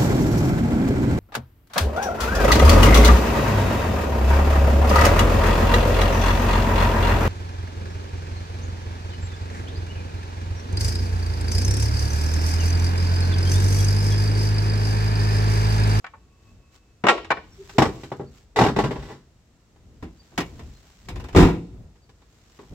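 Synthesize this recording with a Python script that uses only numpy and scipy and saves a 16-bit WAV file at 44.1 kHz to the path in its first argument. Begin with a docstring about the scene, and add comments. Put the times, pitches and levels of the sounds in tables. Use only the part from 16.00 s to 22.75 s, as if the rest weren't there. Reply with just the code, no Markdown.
"""In a quiet street, with a breeze on the microphone and traffic far off, a tradesman lifts a saw; his clothes
rustle. He drops a board offcut, which bounces on the kerb and topples flat; a small bird calls far off. He
stows boards and saw among the gear in his van: things knock, heavy ones land on a corner and clatter, and the
floor rumbles. Last he frees a rear door from its stay, swings it round and slams it, pushing air out of the
load bay. Each impact excites the normal modes of the struck body, which then decay freely."""
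import sys
import numpy as np
from scipy import signal
from scipy.io import wavfile
from scipy.ndimage import uniform_filter1d, minimum_filter1d

SR = 44100
rng = np.random.default_rng(int(sys.argv[2]) if len(sys.argv) > 2 else 0)


def write(x):
    x = np.atleast_2d(x).T
    wavfile.write(sys.argv[1], SR, np.round(np.clip(x, -1, 1) * 32767).astype(np.int16))


N = 297586
TIME = np.arange(N) / SR
EDGES = 22 * 2 ** (np.arange(20) / 2)   # half-octave bands [Hz]
CENTRES = np.sqrt(EDGES[1:] * EDGES[:-1])

# Single impacts: (time [s], level [dB], extra bass [dB], extra treble [dB], decay time factor [1])
SAW_HITS = [(.043, -24, -24, -5, .65), (.064, -35, -30, 4, .9), (.136, -29.5, -30, -31, 1.2),
            (1.37, -29, 4, -7, 1.1)]
BOARD_HITS = [(1.038, -19, 22, -5.5, .7), (1.052, -14.5, 11.5, -14.5, .4), (1.0671, -9, -3.5, -1.5, .6),
              (1.084, -6.5, -2, 4.5, .9), (1.095, -16, -2.5, 7.5, 1.1), (1.176, -27, -5.5, -3, .7),
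              (1.245, -43, -2, 14, .8)]
GEAR_HITS = [(1.694, -35, -30, 10, .6), (2.033, -42, 12, 17, .9), (2.117, -23, -4, -10, .8),
             (2.195, -30, 5.5, -18, 1.2), (2.56, -17, -16, 3.5, 2.2), (2.762, -19, 4, 1, 1),
             (3.098, -40, 6, 4, 1.2), (6.092, -53, 8, 14, .6)]
DOOR_HITS = [(4.025, -32.5, 2, 1, .8), (4.318, -46, -2, -4, 1), (4.592, -35, -9, 4, .6),
             (5.085, -28.5, -10, 10, .65), (5.348, -13, 0, -4, .9)]   # hand, stay and seal
# Impacts of the stowed board on the shelving: (time [s], level [dB])
SHELF_HITS = [(1.786, -19), (1.819, -12), (2.117, -35), (2.588, -14.5), (2.61, -12), (2.65, -17),
              (2.789, -16.5)]
# Runs of impacts: (time [s], level [dB], interval [s], loss by the last impact [dB],
# extra bass [dB], extra treble [dB], decay time factor [1])
OFFCUT_TOPPLE = (1.304, -15.5, .006, 0, .5, 0, .8)
GEAR_CLATTERS = [(1.782, -5, .036, 38, 0, 1.5, .7), (2.587, -12, .025, 8, 2, 3, .9),
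                 (2.786, -18.5, .056, 23, 3, 2.5, 1.3), (2.993, -45.5, .03, 0, 0, 11, 1.8),
                 (6.589, -42.5, .042, 50, 8, 2, .9)]
STAY_RELEASE = (4.377, -12.5, .026, 6, -14, 5, .53)
HINGE_TICKS = (5.157, -32.5, .042, 2, -10, 6.5, .65)
SLAM = (5.361, -7.3, .021, 29, 1.5, 2.5, .85)
# Distinct normal modes: (frequency [Hz], relative level [dB], base T60 [s])
SAW_MODES = [(445.4, -15.5, 0.14), (889, -8, 0.09), (1064, -30, 0.16), (1094, -7, .09), (1517, -6, 0.071),
             (1773, -14.5, 0.11), (2240, -10.5, .075), (2343, -12.5, 0.0993), (2930, -21, .08),
             (4830, -33, 0.083)]
BOARD_MODES = [(328, -20.5, 0.6), (455, -28, .25), (684, -20, .2), (832, -10.5, .12), (984, -13.5, .15),
               (1112, -11, .17), (1232, -12, .17), (1375, -14, .14), (1580, -15, .13), (1885, -14, .1),
               (2216, -13, .09), (2865, -21, .12), (3980, -31, .1)]
GEAR_MODES = [(136, -6.5, .2), (164.5, -15, 0.25), (403.4, -4.5, 0.15), (435, -21, .16), (719, -21, 0.12),
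              (809, -4, 0.085), (884.5, -6.5, 0.081), (1001, -11.5, 0.13), (1113, -12, 0.12),
              (1376, -25, 0.076), (1709, -26, 0.12), (1967, -12, 0.051), (2330, -30.5, 0.22),
              (3830, -25, .08)]
SHELF_MODES = [(520, -14.5, 0.042), (679, -10, 0.11), (768, -5, 0.11), (826, 0.5, 0.07), (900, -9.5, 0.15),
               (1015, -12, 0.052), (1130, -18, 0.13)]
DOOR_MODES = [(36, -12.5, 0.12), (56, -13, 0.73), (82, -3.5, 0.28), (115.7, -27.5, 1), (171.9, -6.5, 0.31),
              (251, -4.5, .25), (320.7, -8, 0.32), (366.7, -4.5, 0.25), (433, -12, 0.11), (704.5, -20, .25),
              (847, -27, 0.28), (1016, -22, 0.28), (1140, -31, 0.26), (1875, -20, .12), (2290, -23, .18),
              (2680, -34, 0.22), (3700, -34.5, 0.074), (3660, -39, 0.15), (5030, -37, 0.33)]
# Dense, overlapping modes: (frequency [Hz], relative spectral density [dB], base T60 [s])
SAW_DENSE = [(38.8, -27, .08), (200, -13.5, 0.16), (450, -3, 0.05), (900, -3, 0.11), (1600, -1.5, 0.074),
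             (2367, -10.5, 0.092), (3414, -19.5, .08), (7350, -26, 0.027), (9500, -49, 0.11),
             (15000, -52, .08)]
BOARD_DENSE = [(40, -26.5, .1), (150, -10, .1), (400, -5, 0.32), (900, 2.5, .11), (1500, -4.5, .1),
               (2540, -4.5, .09), (4000, -18.5, .1), (7500, -28, .1), (9500, -40.5, .1), (15000, -47, .1)]
GEAR_DENSE = [(29.68, -16, .25), (70, -8, 0.63), (140, -2.5, 0.31), (400, 4.5, 0.15), (830, -7.5, 0.095),
              (1390, -11, 0.22), (2420, -14, 0.11), (4060, -22.5, 0.2), (7720, -31, 0.17),
              (9490, -42, 0.19), (15300, -41, 0.13)]
DOOR_DENSE = [(30, -10.5, 0.1), (70, -8, 0.36), (170, 0.5, 0.29), (370, -5, 0.39), (550, -17, 0.27),
              (880, -10.5, 0.22), (1500, -19.5, .2), (2500, -24.5, 0.3), (4000, -29.5, .19),
              (7500, -35, 0.16), (9600, -45.5, .18), (15000, -43, .16)]
# Noise spectra: (frequency [Hz], relative spectral density [dB])
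RUMBLE_SPECTRUM = [(25, -11), (55, 6.5), (110, -1.5), (250, -12), (500, -20.5), (1200, -36), (4000, -56)]
TRAFFIC_SPECTRUM = [(30, 7.5), (300, 9), (700, 1.5), (1500, -2), (3000, -6), (7200, -6.5), (9000, -20.5),
                    (15000, -20.5)]
RUB_SPECTRUM = [(100, -5), (1000, 3), (3000, 0.5), (7000, -1), (9500, -22.5), (15000, -10.5)]
PUSH_SPECTRUM = [(25, -4.5), (40, -0.5), (65, 0), (100, -14.5), (250, -31.5), (1000, -59.5), (4000, -84)]
# Swells of noise: (time [s], level [dB], Gaussian half-width [s])
RUMBLES = [(.55, -54, .07), (1.7, -54, .5), (2.9, -36, .1), (3.92, -51, .12), (4.6, -41.5, .1),
           (5.18, -33, .06), (5.79, -41, .07), (6.73, -35, .015)]   # breeze on the microphone, and the van floor after the clatter
RUBS = [(.48, -68, .07), (.752, -58, .022), (1.85, -53, .22), (2.374, -60, .04), (3.07, -58, .07),
        (4.75, -59.5, .45), (6.6, -62, .25)]
AIR_PUSH = (5.41, -15, .033)
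# Swelling tones: (time [s], frequency [Hz], level [dB], Gaussian half-width [s])
WHINES = [(.35, 1113, -74, .34), (.55, 2620, -75, .35)]
HIGH_TONES = [(1.53, 5600, -61, 0.014), (2.28, 4500, -63, .01), (4.207, 4690, -58, 0.0095),
              (4.762, 4150, -66, 0.013), (6.04, 4650, -66, 0.013)]   # a distant bird's chirps and, at 4.762 s, one faint squeak
SQUEAKS = [(1.612, 389, -39, 0.015), (1.765, 405, -36, 0.0095), (2.578, 432.6, -22.5, 0.00847),
           (3.112, 409, -36, 0.007)]
# Reverberation before its onset ramp: (frequency [Hz], level re direct sound [dB], T60 [s])
STREET = [(60, -29, .5), (400, -4.5, 0.21), (1500, -23, .45), (4000, -7, .45), (14000, -21, .35)]
LOAD_BAY = [(50, -14, 0.3), (169, -11, 0.54), (500, -14.5, 0.54), (1501, -20.5, .45), (5000, -19.5, 1),
            (14000, -12, .4)]
# Coherence of the two channels: (frequency [Hz], correlation [1], left minus right [dB])
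COHERENCE = [(60, 0.95, 1.0), (300, 0.96, 0.96), (1000, 0.36, 1.6), (2300, 0.15, 0.5), (5070, 0.015, -1),
             (14000, 0.032, -2)]

GEAR_SETTLING, DOOR_SETTLING = 1.4, 1.5   # a run's loss grows as this power of its progress
DULLING_DB = .6   # treble lost with each further impact of a run
GAP_SPREAD, TOUCH_SPREAD_DB, MODE_SPREAD_DB = .04, 1.0, 2.5   # random scatter from impact to impact
CUTOFF_HZ = 16000


def from_db(db):
    """Amplitude ratio of a level."""
    return 10 ** (np.asarray(db) / 20)


def at_hz(table, hz, column=1):
    """Interpolation of one column along log frequency."""
    table = np.array(table)
    return np.interp(np.log(hz), np.log(table[:, 0]), table[:, column])


def fade(t, t60):
    """Free exponential decay, 60 dB down after t60."""
    return np.exp(np.maximum(t * (-float(np.log(1000)) / t60), -20))


def swing_up(hz, t):
    """Onset transient: a vibration builds up in about half a cycle."""
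    return 1 - np.exp(-np.minimum(4 * hz * t, 4) ** 2)


def swell(s, db, half_width):
    """Gaussian envelope centred on time s."""
    return from_db(db) * np.exp(-.5 * np.minimum(((TIME - s) / half_width) ** 2, 100))


def wander(size):
    """Random fluctuation of unit variance, correlated over size samples."""
    slow = uniform_filter1d(rng.standard_normal(N), size=size)
    return slow / slow.std()


def band_gains(spectrum):
    """Band power is density times bandwidth; the rms gains are scaled to unit total power."""
    gains = from_db(at_hz(spectrum, CENTRES)) * np.sqrt(CENTRES)
    return gains / np.linalg.norm(gains)


def noise_bands():
    """Partially coherent noise (band, channel, time): alike in the bass, unrelated in the treble."""
    white, bands = rng.standard_normal((2, 2, N)), []
    for k, hz in enumerate(CENTRES):
        bandpass = signal.butter(3, EDGES[k:k + 2], "band", fs=SR, output="sos")
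        pair = signal.sosfilt(bandpass, white[k % 2])
        mid, side = pair / pair.std()
        correlation = at_hz(COHERENCE, hz)
        common = np.sqrt((1 + correlation) / 2) * mid
        opposed = np.sqrt((1 - correlation) / 2) * side * [[1], [-1]]
        balance = from_db(at_hz(COHERENCE, hz, column=2) * np.array([[.5], [-.5]]))
        bands.append(balance * (common + opposed))
    return np.array(bands, dtype=np.float32)


def coloured(bands, spectrum):
    """Stationary noise as a weighted sum of bands."""
    noise = np.tensordot(band_gains(spectrum).astype(np.float32), bands, 1)
    return np.roll(noise, rng.integers(N), axis=1)


def dying_noise(bands, gains, t60s, size):
    """Overlapping modes act as noise, each band decaying at its own rate."""
    start, t = rng.integers(N - size), TIME[:size].astype(np.float32)
    decay = fade(t, np.float32(t60s[:, None])) * swing_up(np.float32(CENTRES[:, None]), t)
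    tails = bands[:, :, start:start + size] * decay[:, None]
    energy_norm = np.sqrt(2 * np.sum(decay ** 2, axis=1) / np.einsum("bct,bct->b", tails, tails))
    return np.tensordot((gains * energy_norm).astype(np.float32), tails, 1)


def modal_ring(hz, strengths, t60s, size):
    """Superposed damped sinusoids; the phase difference between channels grows with frequency."""
    hz, strengths, t60s = np.float32([hz, strengths, t60s])[:, :, None]
    t = TIME[:size].astype(np.float32)
    envelope = strengths * fade(t, t60s) * swing_up(hz, t)
    phase = 2 * np.pi * hz * t
    skew = np.minimum(hz / 4500, 1) * np.resize(np.float32([1, -1]), hz.shape)
    return np.array([np.sum(envelope * np.sin(phase + side * skew), axis=0) for side in (1, -1)])


def contact_gain(hz, bass_db, treble_db):
    """Excitation spectrum: heavy contacts drive the low modes more, hard ones the high modes."""
    return from_db(bass_db / (1 + (hz / 380) ** 2) + treble_db / (1 + (1900 / hz) ** 2))


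def struck(bands, hits, modes, dense, modes_db, dense_db, spot_db, crack_db, attack_s, crack_t60=.02):
    """Impulse response: each impact gives a short crack and excites dense and distinct modes."""
    long, short = SR // 2, SR // 10
    out = np.zeros((2, N + long))
    hz, mode_db, t60 = np.transpose(modes)
    upper = (CENTRES > 500) & (CENTRES < 7500)
    for s, level_db, bass_db, treble_db, ring in hits:
        size = long if level_db > -23 else 2 * short
        gains = band_gains(dense) * contact_gain(CENTRES, bass_db, treble_db)
        dense_t60s = ring * at_hz(dense, CENTRES, column=2)
        blow = from_db(dense_db) * dying_noise(bands, gains, dense_t60s, size)
        crack_gains = gains * CENTRES / (CENTRES + 900)
        crack = dying_noise(bands, crack_gains, np.full(len(CENTRES), crack_t60), short)
        blow[:, :short] += from_db(crack_db) * crack
        scatter_db = MODE_SPREAD_DB * rng.standard_normal(len(hz))
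        strengths = from_db(mode_db + modes_db + scatter_db) * contact_gain(hz, bass_db, treble_db)
        blow += modal_ring(hz, strengths, ring * t60, size)
        # each struck spot favours upper modes of its own, one per half octave
        spot_hz = CENTRES[upper] * 2 ** (.5 * (rng.random(upper.sum()) - .5))
        spot_t60s = ring * at_hz(dense, spot_hz, column=2)
        blow[:, :2 * short] += modal_ring(spot_hz, from_db(spot_db) * gains[upper], spot_t60s, 2 * short)
        blow *= 1 - np.exp(-TIME[:size] / attack_s)   # vibration takes time to spread through the body
        at = round(s * SR)
        out[:, at:at + size] += from_db(level_db) * blow
    return out[:, :N]


def clatter(run, settling, count):
    """Damped rocking: nearly periodic impacts hold their strength at first, then give out."""
    s, level_db, gap_s, loss_db, bass_db, treble_db, ring = run
    k, chance = np.arange(count), rng.standard_normal((count, 2))
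    times = np.minimum(s + gap_s * (k + GAP_SPREAD * np.sqrt(k) * chance[:, 0]), TIME[-1])
    levels = level_db - loss_db * (k / (count - 1)) ** settling + TOUCH_SPREAD_DB * chance[:, 1]
    trebles = treble_db - DULLING_DB * k
    return [(at, db, bass_db, treble, ring) for at, db, treble in zip(times, levels, trebles)]


def tones(rows, glide_per_s, waver, flutter_db):
    """Frequency and amplitude modulation: tones glide, waver and flutter as they swell."""
    out, sway = np.zeros(N), waver * wander(size=200)
    for s, hz, db, half_width in rows:
        near = np.abs(TIME - s) < 5 * half_width
        pitch = hz * (1 + glide_per_s * (TIME[near] - s) + sway[near])
        phase = 2 * np.pi * np.cumsum(pitch) / SR
        out[near] += swell(s, db, half_width)[near] * np.sqrt(2) * np.sin(phase)
    return out * from_db(flutter_db * wander(size=2500))


def low_rumble(bands, level_db=-58, wander_db=2):
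    """Modulated low noise: breeze on the microphone, and the van floor rumbling after the clatter."""
    breeze = from_db(level_db + wander_db * wander(size=9000))
    return (breeze + sum(swell(*row) for row in RUMBLES)) * coloured(bands, RUMBLE_SPECTRUM)


def far_traffic(bands, level_db=-64):
    """Distant incoherent sources sum to a steady hiss."""
    return from_db(level_db) * coloured(bands, TRAFFIC_SPECTRUM)


def saw_and_topple(bands):
    """Modal ringing: the saw's base clacks at the start; later the offcut topples with a quick chatter."""
    hits = SAW_HITS + clatter(OFFCUT_TOPPLE, GEAR_SETTLING, count=3)
    return struck(bands, hits, SAW_MODES, SAW_DENSE,
                  modes_db=2, dense_db=0, spot_db=-4, crack_db=-13, attack_s=.0013)


def faint_whine():
    """Slow amplitude modulation: two thin tones come and go."""
    return tones(WHINES, glide_per_s=-.004, waver=.012, flutter_db=3)


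def rustle(bands, grain_db=2.5):
    """Sliding friction of cloth and boards makes grainy noise."""
    envelope = sum(swell(*rub) for rub in RUBS) * from_db(grain_db * wander(size=150))
    return envelope * coloured(bands, RUB_SPECTRUM)


def dropped_board(bands):
    """Free vibration: the offcut rings after each bounce on the kerb."""
    return struck(bands, BOARD_HITS, BOARD_MODES, BOARD_DENSE,
                  modes_db=3, dense_db=-.5, spot_db=-4, crack_db=-1, attack_s=.0012)


def loose_ticks(start_s, end_s, level_db, treble_db, count):
    """Random light impacts of loose things in the load and in pockets, one per equal interval."""
    chance = rng.random((count, 2))
    times = start_s + (end_s - start_s) * (np.arange(count) + chance[:, 0]) / count
    return [(s, level_db - 8 * softness, 0, treble_db, .8) for s, softness in zip(times, chance[:, 1])]


def van_gear(bands):
    """Impact excitation of the load: single knocks, one of them the first corner touch of a heavy thing that
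    then rocks to rest; loose bits tick."""
    rocking = [touch for run in GEAR_CLATTERS for touch in clatter(run, GEAR_SETTLING, count=5)]
    ticks = loose_ticks(1.3, 6.55, level_db=-56, treble_db=10, count=12)
    return struck(bands, GEAR_HITS + rocking + ticks, GEAR_MODES, GEAR_DENSE,
                  modes_db=1.5, dense_db=-1, spot_db=-3.5, crack_db=-4, attack_s=.0016)


def bird_and_squeak():
    """Frequency modulation of brief high tones: a distant bird's chirps and one faint squeak."""
    return tones(HIGH_TONES, glide_per_s=-.6, waver=.015, flutter_db=2.5)


def board_squeaks():
    """Stick-slip friction: a dragged board edge judders briefly."""
    return tones(SQUEAKS, glide_per_s=.3, waver=.02, flutter_db=1)


def board_on_shelf(bands, ring=.9):
    """Strongly damped modes: the stowed board clacks against the shelving."""
    hits = [(s, level_db, 0, 0, ring) for s, level_db in SHELF_HITS]
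    return struck(bands, hits, SHELF_MODES, GEAR_DENSE,
                  modes_db=4.5, dense_db=-6, spot_db=-14.5, crack_db=-7, attack_s=.001)


def van_door(bands):
    """Panel vibration: the stay clacks twice, the hinge ticks, the slam shudders through the door."""
    stay = clatter(STAY_RELEASE, DOOR_SETTLING, count=2)
    hinge = clatter(HINGE_TICKS, DOOR_SETTLING, count=5)
    slam = clatter(SLAM, DOOR_SETTLING, count=10)
    return struck(bands, DOOR_HITS + stay + hinge + slam, DOOR_MODES, DOOR_DENSE,
                  modes_db=1, dense_db=-1.5, spot_db=-5, crack_db=-3.5, attack_s=.0014)


def air_push(bands):
    """Volume displacement: the slammed door shoves air out of the load bay in a low thump."""
    return swell(*AIR_PUSH) * coloured(bands, PUSH_SPECTRUM)


def placed(x, bands, space, right_lag_ms, build_up_s):
    """Direct sound arrives with a time difference between channels; the diffuse field builds after it."""
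    t60s = at_hz(space, CENTRES, column=2)
    gains = from_db(at_hz(space, CENTRES)) * np.sqrt(4 * np.log(1000) * np.diff(EDGES) / t60s) / SR
    response = dying_noise(bands, gains, t60s, SR) * np.minimum(TIME[:SR] / build_up_s, 1)
    diffuse = signal.fftconvolve(x.mean(axis=0)[None], response, axes=1)[:, :N]
    direct = np.array([x[0], np.interp(TIME - right_lag_ms / 1000, TIME, x[1])])
    return direct + diffuse


def scene():
    """Superposition of the sources in the street, those in the load bay and the noise around them."""
    bands = noise_bands()
    board, clacks = dropped_board(bands), saw_and_topple(bands)
    gear, shelf, door = van_gear(bands), board_on_shelf(bands), van_door(bands)
    squeaks, high_tones, whine = board_squeaks(), bird_and_squeak(), faint_whine()
    return (placed(clacks + whine + board + high_tones, bands, STREET, right_lag_ms=.055, build_up_s=.025)
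            + placed(gear + squeaks + shelf, bands, LOAD_BAY, right_lag_ms=-.01, build_up_s=.013)
            + placed(door, bands, LOAD_BAY, right_lag_ms=.08, build_up_s=.011)
            + low_rumble(bands) + far_traffic(bands) + rustle(bands) + air_push(bands))


def record(dry):
    """Peak limiting holds the loudest impacts at full scale; a low-pass filter then cuts the top."""
    allowed = 1 / np.maximum(np.abs(dry).max(axis=0), 1)
    gain = uniform_filter1d(minimum_filter1d(allowed, size=161), size=161)
    lowpass = signal.ellip(10, .3, 80, CUTOFF_HZ, fs=SR, output="sos")
    return signal.sosfilt(lowpass, gain * dry)


dry = scene()
out = record(dry)
write(out)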